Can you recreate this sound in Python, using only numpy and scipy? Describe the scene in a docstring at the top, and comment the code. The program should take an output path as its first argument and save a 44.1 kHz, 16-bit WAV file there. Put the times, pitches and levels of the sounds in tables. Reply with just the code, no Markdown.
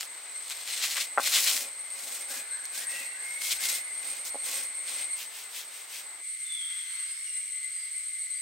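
"""Crushing rusk in a garden

A heavy stone roller grinds dry rusk on a slab in strokes; fractures are random clicks, stone is ringing modes.
A palm brushes the roller clean and crumbs trickle into a clay dish, both as filtered grains.
Bush crickets rasp as throbbing partials, birds whistle as bending sines, and garden air is filtered noise."""
import sys
import numpy as np
from scipy import signal
from scipy.fft import rfft, irfft
from scipy.io import wavfile
from scipy.ndimage import uniform_filter1d

SR = 44100
rng = np.random.default_rng(int(sys.argv[2]) if len(sys.argv) > 2 else 0)


def generate_wav(signal):
    """Clip the signal to [-1, 1] and save it as 16-bit WAV at the path in sys.argv[1]."""
    frames = np.transpose(np.atleast_2d(signal))
    scaled = np.clip(frames, -1, 1) * 32767
    pcm = np.round(scaled).astype(np.int16)
    wavfile.write(sys.argv[1], SR, pcm)


N = 370881
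TIME = np.arange(N) / SR


def undb(db):
    """Decibels to gain."""
    return 10 ** (np.asarray(db) / 20)


def unit(x):
    """Scale to rms 1."""
    return x / np.sqrt(np.mean(x ** 2))


def curves(table):
    """Join each column of a table by straight lines in time."""
    times, *columns = np.transpose(table)
    return [np.interp(TIME, times, column) for column in columns]


def add(track, s, sound):
    """Mix a sound into a track at time s."""
    start = int(np.clip(s * SR, 0, N - 1))
    track[start:start + len(sound)] += sound[:N - start]


def ring(x, response):
    """Pass a sound through an impulse response."""
    return signal.fftconvolve(x, response)[:N]


def colour(x, spectrum, size=2048):
    """Minimum-phase filter with the given (Hz, dB) outline, scaled to unit energy."""
    hz, db = np.transpose(spectrum)
    bins = np.maximum(np.fft.rfftfreq(size, 1 / SR), 1)
    outline_db = np.interp(np.log(bins), np.log(hz), db)
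    # folding the cepstrum makes the filter causal
    cepstrum = irfft(np.log(undb(outline_db)))
    cepstrum[1:size // 2] *= 2
    cepstrum[size // 2 + 1:] = 0
    response = irfft(np.exp(rfft(cepstrum)))
    return ring(x, response / np.linalg.norm(response))


def walk(rate):
    """Smoothly wandering chance with rms 1, drawn anew about rate times a second."""
    hold = max(int(SR / rate), 1)
    steps = np.repeat(rng.standard_normal(N // hold + 1), hold)
    return unit(uniform_filter1d(steps, hold)[:N])


def grains(rate, spread_db):
    """Tiny fractures at random moments, rate per second: many small ones, a few large."""
    size = undb(spread_db * np.minimum(rng.exponential(size=N), 5))
    breaks = rng.random(N) < rate / SR
    return unit(breaks * size * rng.choice([-1, 1], N))


def crackle(spectrum, rate, spread_db, width):
    """Fractures along the length of the roller, each at its own place between left and right."""
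    clicks = grains(rate, spread_db)
    place = width * rng.standard_normal(N)
    return unit(np.array([colour(clicks * (1 + side * place), spectrum) for side in (1, -1)]))


def swell(s, rise, fall, shape):
    """Rise to 1 at time s and sink again; a higher shape holds the top longer."""
    u = np.abs(TIME - s) / np.where(TIME < s, rise, fall)
    return np.exp(-np.minimum(u, 6) ** shape)


def swells(table):
    """Bell-shaped rises of level, one for each (s, dB, length) row."""
    return sum(undb(db) * np.exp(-.5 * ((TIME - s) / length) ** 2) for s, db, length in table)


def space(x, t60, wet_db, pan_db=0):
    """Direct sound plus scattered echoes that differ at each ear; positive pan leans left."""
    t = TIME[:int(t60 * SR)]
    tails = rng.standard_normal((2, len(t))) * undb(-60 * t / t60)
    ears = np.broadcast_to(x, (2, N))
    wet = np.array([ring(ear, tail / np.linalg.norm(tail)) for ear, tail in zip(ears, tails)])
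    mix = (x + undb(wet_db) * wet) / np.hypot(1, undb(wet_db))
    return mix * undb([[pan_db / 2], [-pan_db / 2]])


# strokes of the roller: (top speed at [s], rise [s], fall [s],
# crunch level [dB], powder hiss level [dB], relative rumble level [dB])
ROLLER_STROKES = [(.02, 0.034, 0.045, -49.5, -45, -76), (.58, 0.16, 0.15, -44.5, -49, -70),
                  (.745, 0.068, 0.1, -35, -45, -57), (.96, 0.13, 0.097, -35.5, -39, -51),
                  (1.269, 0.069, 0.036, -33.5, -35, -49), (1.45, 0.16, 0.17, -32, -28.5, -46),
                  (1.63, .05, 0.058, -56, -48, -47.5), (2.165, .21, 0.077, -45.5, -41, -51),
                  (2.335, 0.047, 0.081, -43.5, -38.5, -47), (2.79, 0.061, .065, -42, -39, -52),
                  (2.945, 0.053, 0.12, -44, -43, -51), (3.3, 0.088, 0.1, -53, -50, -61),
                  (3.47, 0.059, 0.1, -37, -34, -57), (3.655, 0.054, 0.13, -33.5, -32, -48),
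                  (4.12, .12, 0.093, -47, -47.5, -54.5), (4.263, 0.015, 0.034, -43.5, -36.5, -53),
                  (4.52, 0.078, .12, -39, -36.5, -46.5), (4.97, 0.11, 0.086, -40.5, -47.5, -51.5)]
STROKE_SHAPE = 3.6  # 2 is a bell; higher holds the top speed longer
RUMBLE_LAW = .65  # rumble grows as speed to this power
RESTING_CRUNCH_DB, RESTING_RUMBLE_DB = -55.5, -64  # the roller never stands quite still
LIFT_S = 5.17  # the roller leaves the crumbs


def strokes():
    """Each stroke speeds up and slows down; crunch, powder and rumble follow its speed."""
    # powers add up where strokes overlap
    crunch, powder, rumble = undb(RESTING_CRUNCH_DB) ** 2, 0, undb(RESTING_RUMBLE_DB) ** 2
    for s, rise, fall, crunch_db, powder_db, rumble_db in ROLLER_STROKES:
        speed = swell(s, rise, fall, STROKE_SHAPE)
        crunch = crunch + (undb(crunch_db) * speed) ** 2
        powder = powder + (undb(powder_db) * speed) ** 2
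        rumble = rumble + (undb(rumble_db) * speed ** RUMBLE_LAW) ** 2
    contact = np.clip((LIFT_S - TIME) / 0.071 + .5, 0, 1)
    return np.sqrt([crunch, powder, rumble]) * contact


# tone of breaking crumbs: (frequency [Hz], level [dB])
CRUMB_TONE = [(60, -59.5), (300, -36.5), (700, -13.5), (1200, -16.5), (2000, -0.5), (3000, 0.5), (4000, 3),
              (5500, -0.5), (8000, -1), (11000, -7.5), (16000, -13.5)]
# tone of powder: (frequency [Hz], level [dB])
POWDER_TONE = [(100, -56.5), (2000, -28.5), (5000, 0), (8000, 1.5), (10000, 2), (12000, -3.5), (14000, -2),
               (16000, -5.5)]
# pieces that cave in: (time [s], bell width [s], cracks level [dB], lower-pitched crust level [dB])
CAVE_INS = [(0.008, .015, -39, -70), (0.519, 0.0093, -35, -46), (0.688, 0.0089, -37.5, -51),
            (0.844, .022, -27, -42.5), (0.975, 0.011, -32.5, -35), (1.013, 0.011, -29.5, -47),
            (1.268, .012, -26.5, -56), (1.361, 0.0276, -22.5, -39.5), (1.482, 0.017, -24.5, -45),
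            (2.822, .01, -47, -60), (3.52, 0.012, -26.5, -53)]


def crushing(crunch_gain, powder_gain):
    """Crust breaks coarsely, pieces cave in with a burst of cracks, crumbs fracture in clumps, powder hisses."""
    clumps = undb(1.4 * walk(130))
    crust_tone = [(100, -56), (600, -20), (1100, -3.5), (1700, -1.0), (2600, 1.5), (6000, -26)]
    crust_bursts = swells([(s, db, length) for s, length, _, db in CAVE_INS])
    crack_bursts = swells([(s, db, length) for s, length, db, _ in CAVE_INS])
    crust = crackle(crust_tone, rate=5000, spread_db=3.5, width=.2)
    crust *= crust_bursts + undb(-16.5) * crunch_gain
    crunch = crackle(CRUMB_TONE, rate=7000, spread_db=3.0, width=0.33) * crunch_gain * clumps
    powder = crackle(POWDER_TONE, rate=7500, spread_db=3.0, width=.45) * powder_gain * clumps
    cracks = crackle(CRUMB_TONE, rate=8300, spread_db=3.0, width=0.29) * crack_bursts
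    return space(crust + crunch + powder + cracks, t60=.03, wet_db=-13, pan_db=1.8)


# single sharp snaps: (time [s], peak before echoes [dB])
CRUST_SNAPS = [(.0094, -13), (.0304, -18), (.4998, -18), (0.5078, -19), (.6769, -21), (.9692, -15.5),
               (1.2749, -12), (1.3492, -19), (1.5136, -11), (1.5254, -17), (1.5666, -14), (1.5767, -15),
               (1.6317, -25), (2.6547, -21.5), (3.4185, -19), (3.6874, -15), (4.2651, -22)]


def snaps():
    """Hard bits of crust break with a single click: a sharp first break, then fast-fading splinters."""
    clicks = np.zeros(N)
    t = TIME[:SR // 200]
    tone = [(100, -43), (600, -14.5), (2000, 2.5), (6000, 5), (15000, -7), (17000, -30)]
    for s, db in CRUST_SNAPS:
        splinters = .4 * rng.standard_normal(len(t)) * np.exp(-t / .0004)
        splinters[0] = 1  # the first break
        click = colour(splinters, tone)
        add(clicks, s, undb(db) * click / np.abs(click).max())
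    return space(clicks, t60=.05, wet_db=-9, pan_db=1.2)


# ring of slab and roller: (frequency [Hz], relative level [dB], t60 [s])
STONE_MODES = [(271, -11.5, 0.088), (409, -19, 0.038), (566, -2.5, .06), (708, -4.5, 0.065),
               (825, 8, 0.045), (975, -9.5, .05), (1078, 5.5, 0.046), (1260, -6, .06), (1384, -1, 0.066),
               (1540, -7, .11), (1850, -6, 0.037), (2070, -18, 0.092), (2464, -0.5, .18),
               (2623, -14.5, .15), (2950, -10.5, .15)]


def stone(contact_db):
    """Response of the stones to a tap: a short contact pulse and their decaying modes."""
    t = TIME[:SR // 4]
    modes = np.zeros(len(t))
    for hz, db, t60 in STONE_MODES:
        decay = np.exp(-np.log(1000) * t / t60)
        modes += undb(db) * np.cos(2 * np.pi * hz * t) * decay
    contact = undb(contact_db) * np.cos(2 * np.pi * 1200 * t) * np.exp(-t / 0.00066)
    return signal.sosfilt(signal.butter(3, 300, "high", fs=SR, output="sos"), modes + contact)


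# the roller lands and rocks on the slab:
# (time [s], peak before echoes [dB], contact softness as cut-off [Hz])
LANDINGS = [(1.1757, -9.5, 1870), (1.1808, -7.5, 1980), (1.1823, -8.5, 1960), (1.189, -19, 1150),
            (1.197, -14, 1540), (4.3445, -28.5, 836), (4.351, -44, 605), (4.355, -27.5, 730)]


def roller(rumble_gain):
    """Grit under the rolling stone keeps its modes rumbling; landings strike the same modes."""
    grit_tone = [(100, 1.5), (180, 5.0), (260, 6.0), (400, 2.0), (560, 2.5), (900, -9), (2500, 4)]
    grit = colour(grains(rate=1500, spread_db=1.5), grit_tone)
    rumble = unit(ring(grit, stone(contact_db=0))) * rumble_gain * undb(1.14)
    blows, tap = np.zeros(N), stone(contact_db=20)
    for s, db, soft_hz in LANDINGS:
        blow = signal.sosfilt(signal.butter(5, soft_hz, fs=SR, output="sos"), tap)
        add(blows, s, undb(db) * blow / np.abs(blow).max())
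    return space(rumble + blows, t60=.15, wet_db=-14, pan_db=.3)


# a palm sweeps down the dusty roller: (time [s], level [dB], bell width [s])
PALM_SWEEPS = [(5.21, -37, 0.031), (5.385, -41.5, 0.052), (5.58, -37, 0.04), (5.77, -44.5, 0.052),
               (5.96, -39, 0.044)]
# hiss of the palm: (frequency [Hz], level [dB])
PALM_TONE = [(100, -50), (700, -25), (1500, -13), (2500, -1), (4000, -3), (6000, -5), (9000, -5.5),
             (12000, -9.5), (15500, -9)]


def brushing():
    """Skin drags fine powder over the stone: dense grains swell with each sweep."""
    hiss = crackle(PALM_TONE, rate=16000, spread_db=2.5, width=0.31)
    return space(hiss * swells(PALM_SWEEPS), t60=0.048, wet_db=-13, pan_db=2.0)


# pinches of crumbs let go and gathered: (height at [s], rise [s], fall [s], level [dB])
CRUMB_PINCHES = [(6.48, .1, .15, -56.5), (6.71, 0.067, 0.15, -50), (6.97, 0.14, 0.29, -49),
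                 (7.75, 0.36, .35, -61)]


def pouring():
    """Fine crumbs patter on clay: random impacts, coloured and swelling with the flow."""
    flow = sum(undb(db) * swell(s, rise, fall, shape=1.8) for s, rise, fall, db in CRUMB_PINCHES)
    clay_tone = [(300, -59.0), (800, -15.5), (1300, -0.5), (2500, 4.5), (5000, -3.5), (9000, -10.0),
                 (16000, -15.5)]
    patter = colour(grains(rate=4000, spread_db=3.0), clay_tone)
    return space(patter * flow, t60=0.046, wet_db=-1)


# partials of a wing, whose resonance favours the fourth: one row, multiples 1 to 6 (level [dB])
WING_PARTIALS = [-13, -19, -29.5, 1, -28.5, -29]


def chirp(hz, length, fall, rasp, tooth_hz):
    """One wing stroke: a quickly starting, sinking tone that throbs as the file passes the scraper."""
    t = TIME[:int(length * SR)]
    u = t / length
    start, pace, wander = rng.standard_normal(3)
    teeth = tooth_hz * np.exp(.25 * pace) * t * (1 + .12 * wander * u)
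    throb = 1 + rasp * np.cos(2 * np.pi * teeth + start)
    phase = 2 * np.pi * hz * np.cumsum(1 + fall * (.5 - u)) / SR
    tone = np.zeros(len(t))
    for k, db in enumerate(WING_PARTIALS, 1):
        partial = undb(db) * np.sin(k / 4 * phase)  # hz is the fourth partial
        tone += partial * (throb if k > 1 else 1)
    return np.minimum(t / .005, 1) * (1 - u) ** 0.8 * tone


# bouts of steady chirping nearby: (start [s], end [s], period [s], relative level [dB], pitch [Hz])
CHIRP_BOUTS = [(3.715, 5.15, .1165, -29, 8590), (6.279, 8.4, .1195, -31.5, 8520)]
CHIRP_JITTER_S, CHIRP_SPREAD_DB, CHIRP_SPREAD_HZ = .005, 0.96, 71.2


def bout_chirps():
    """Nearly even chirps through each bout, as (s, dB, Hz) rows."""
    rows = []
    for start, end, period, db, hz in CHIRP_BOUTS:
        beats = np.arange(start, end, period)
        for s, (late, size, detune) in zip(beats, rng.standard_normal(size=(64, 3))):
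            rows.append((s + CHIRP_JITTER_S * late, db + CHIRP_SPREAD_DB * size, hz + CHIRP_SPREAD_HZ * detune))
    return rows


# lone chirps that stand out from the chorus: (time [s], relative level [dB], pitch [Hz])
LONE_CHIRPS = [(.3425, -27.5, 8360), (.717, -28, 8350), (1.0819, -32.5, 8410), (1.7895, -32, 8570),
               (1.8994, -31, 8550), (2.205, -28.5, 8630), (2.506, -26, 8310), (2.862, -27, 8570),
               (3.0611, -32, 8380), (3.239, -32.5, 8620), (3.3353, -29, 8680)]
# insects further off: (time [s], chorus level [dB], pitch of the strongest partial [Hz])
FAR_CHORUS = [(0, -45.5, 8230), (1.1, -42.5, 8150), (1.8, -42.5, 8310), (3.1, -41, 8390),
              (3.7, -39.5, 8424), (4.2, -40, 8417), (5.14, -37.5, 8410), (5.19, -48, 8270),
              (6.2, -45, 8310), (6.25, -39, 8355), (7.3, -38.5, 8323), (8.4, -38, 8285)]
# blur of the chorus around the wing partials: (frequency [Hz], level [dB])
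CHORUS_BLUR = [(1000, -54.5), (1850, -21.5), (2130, -4.5), (2450, -21), (3500, -36), (4250, -17.5),
               (5200, -35), (7300, -30), (8000, -4), (8650, 1), (9500, -25), (11500, -39.5), (12600, -25.5),
               (14000, -47.5)]


def bush_crickets():
    """A few near singers over a chorus of overlapping wing strokes that blur in the leaves."""
    near, far = np.zeros(N), np.zeros(N)
    for s, db, hz in LONE_CHIRPS + bout_chirps():
        add(near, s, undb(db - 6.0) * chirp(hz, length=.085, fall=.004, rasp=.5, tooth_hz=224))
    chorus_db, pitch = curves(FAR_CHORUS)
    for s in np.arange(0, TIME[-1], 1 / 40):  # 40 strokes a second
        late, detune, size = rng.standard_normal(3)
        hz = pitch[int(s * SR)] + 120 * detune
        stroke = chirp(hz, length=.06, fall=0.0091, rasp=0.82, tooth_hz=188.0)
        add(far, s + .015 * late, undb(2 * size) * stroke)
    blur = colour(rng.standard_normal(N), CHORUS_BLUR) * undb(1.8 * walk(200))
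    chorus = (unit(far) + undb(-2.5) * blur) * undb(chorus_db)
    song = space(near, t60=.25, wet_db=-2, pan_db=1) + space(chorus, t60=0.23, wet_db=2.5, pan_db=0.3)
    return signal.sosfilt(signal.butter(4, 1200, "high", fs=SR, output="sos"), song)


# one bird repeats a short rising call: (time [s], relative level [dB])
RISING_CALLS = [(2.273, -47.5), (2.49, -46.5), (2.72, -47), (3.128, -48.5), (3.553, -48)]
CALL_S, CALL_FROM_HZ, CALL_TO_HZ = .1, 1490, 1790
# whistles of other birds: (time [s], length [s], start pitch [Hz], end pitch [Hz], relative level [dB])
WHISTLES = [(2.79, .29, 1880, 2028, -43), (2.878, 0.13, 2653, 2727, -43.5), (3.17, 0.31, 2110, 2222, -41),
            (3.601, 0.23, 2113, 2070, -41), (6.441, .25, 3596, 3212, -39.5), (6.852, .18, 4170, 4400, -52),
            (7.03, .22, 4850, 5520, -54.5), (7.24, .073, 5900, 5570, -52.5), (7.249, .075, 2915, 2730, -48),
            (7.72, .15, 4920, 4750, -54), (8.19, 0.11, 4430, 4490, -57.5), (8.321, 0.096, 4710, 4720, -51)]


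def birds():
    """Whistles swell, bend from one pitch to another and flutter in pitch, echoing among the trees."""
    song = np.zeros(N)
    flutter_hz = 30 * walk(200)
    calls = [(s, CALL_S, CALL_FROM_HZ, CALL_TO_HZ, db) for s, db in RISING_CALLS]
    for s, length, start_hz, end_hz, db in calls + WHISTLES:
        u = np.linspace(0, 1, int(length * SR))
        bend = np.sin(np.pi * u / 2) ** 2
        flutter = np.roll(flutter_hz, -int(s * SR))[:len(u)]
        hz = start_hz + (end_hz - start_hz) * bend + flutter
        breath = np.abs(np.sin(np.pi * u ** 0.91)) ** 0.62
        add(song, s, undb(db + 4.0) * breath * np.sin(2 * np.pi * np.cumsum(hz) / SR))
    return space(song, t60=1.3, wet_db=6)


def air(spectrum, db, side_db):
    """Soft hiss of distant foliage and insects: slowly wavering noise, wider in the treble."""
    mid = colour(rng.standard_normal(N), spectrum)
    side_noise = colour(rng.standard_normal(N), [(100, -10), (1000, -9.5), (4000, -5)])
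    side = colour(side_noise, spectrum)
    return (mid + undb(side_db) * side * np.array([[1], [-1]])) * undb(db + .5 * walk(3.1))


# garden air by the slab: (frequency [Hz], level [dB])
SLAB_AIR = [(25, -47.5), (70, -22.5), (130, -23.5), (250, -11), (500, -1.5), (900, 1), (1800, 2.5),
            (3000, -2.5), (4300, -1), (5500, -7.5), (7500, -4), (10000, -10.5), (16000, -13)]
# garden air by the dish: (frequency [Hz], level [dB])
DISH_AIR = [(200, -73.5), (480, -42), (600, -25), (900, -16), (1300, -3), (2200, -1.5), (3200, 3.5),
            (4300, 0.5), (5500, 0), (7500, 0), (9800, -5.5), (11500, -8.5), (12600, -6.5), (15500, -11)]
DISH_S = 6.22  # the work moves to the dish


def garden():
    """Air by the slab crossfades to thinner air by the dish."""
    by_dish = np.clip((TIME - DISH_S) / 0.037 + .5, 0, 1)
    slab = air(SLAB_AIR, db=-51.0, side_db=-2.5)
    dish = air(DISH_AIR, db=-52.5, side_db=-4.0)
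    return (1 - by_dish) * slab + by_dish * dish


def scene():
    """Mix the stone work, the hand and crumbs, the animals and the garden air."""
    crunch, powder, rumble = strokes()
    work = crushing(crunch, powder) + snaps() + roller(rumble)
    return work + brushing() + pouring() + bush_crickets() + birds() + garden()


TOP_HZ = 15800


def record(dry):
    """The recorder cuts the top with a steep low-pass."""
    return signal.sosfilt(signal.ellip(10, .2, 70, TOP_HZ, fs=SR, output="sos"), dry)


dry = scene()
out = record(dry)
generate_wav(out)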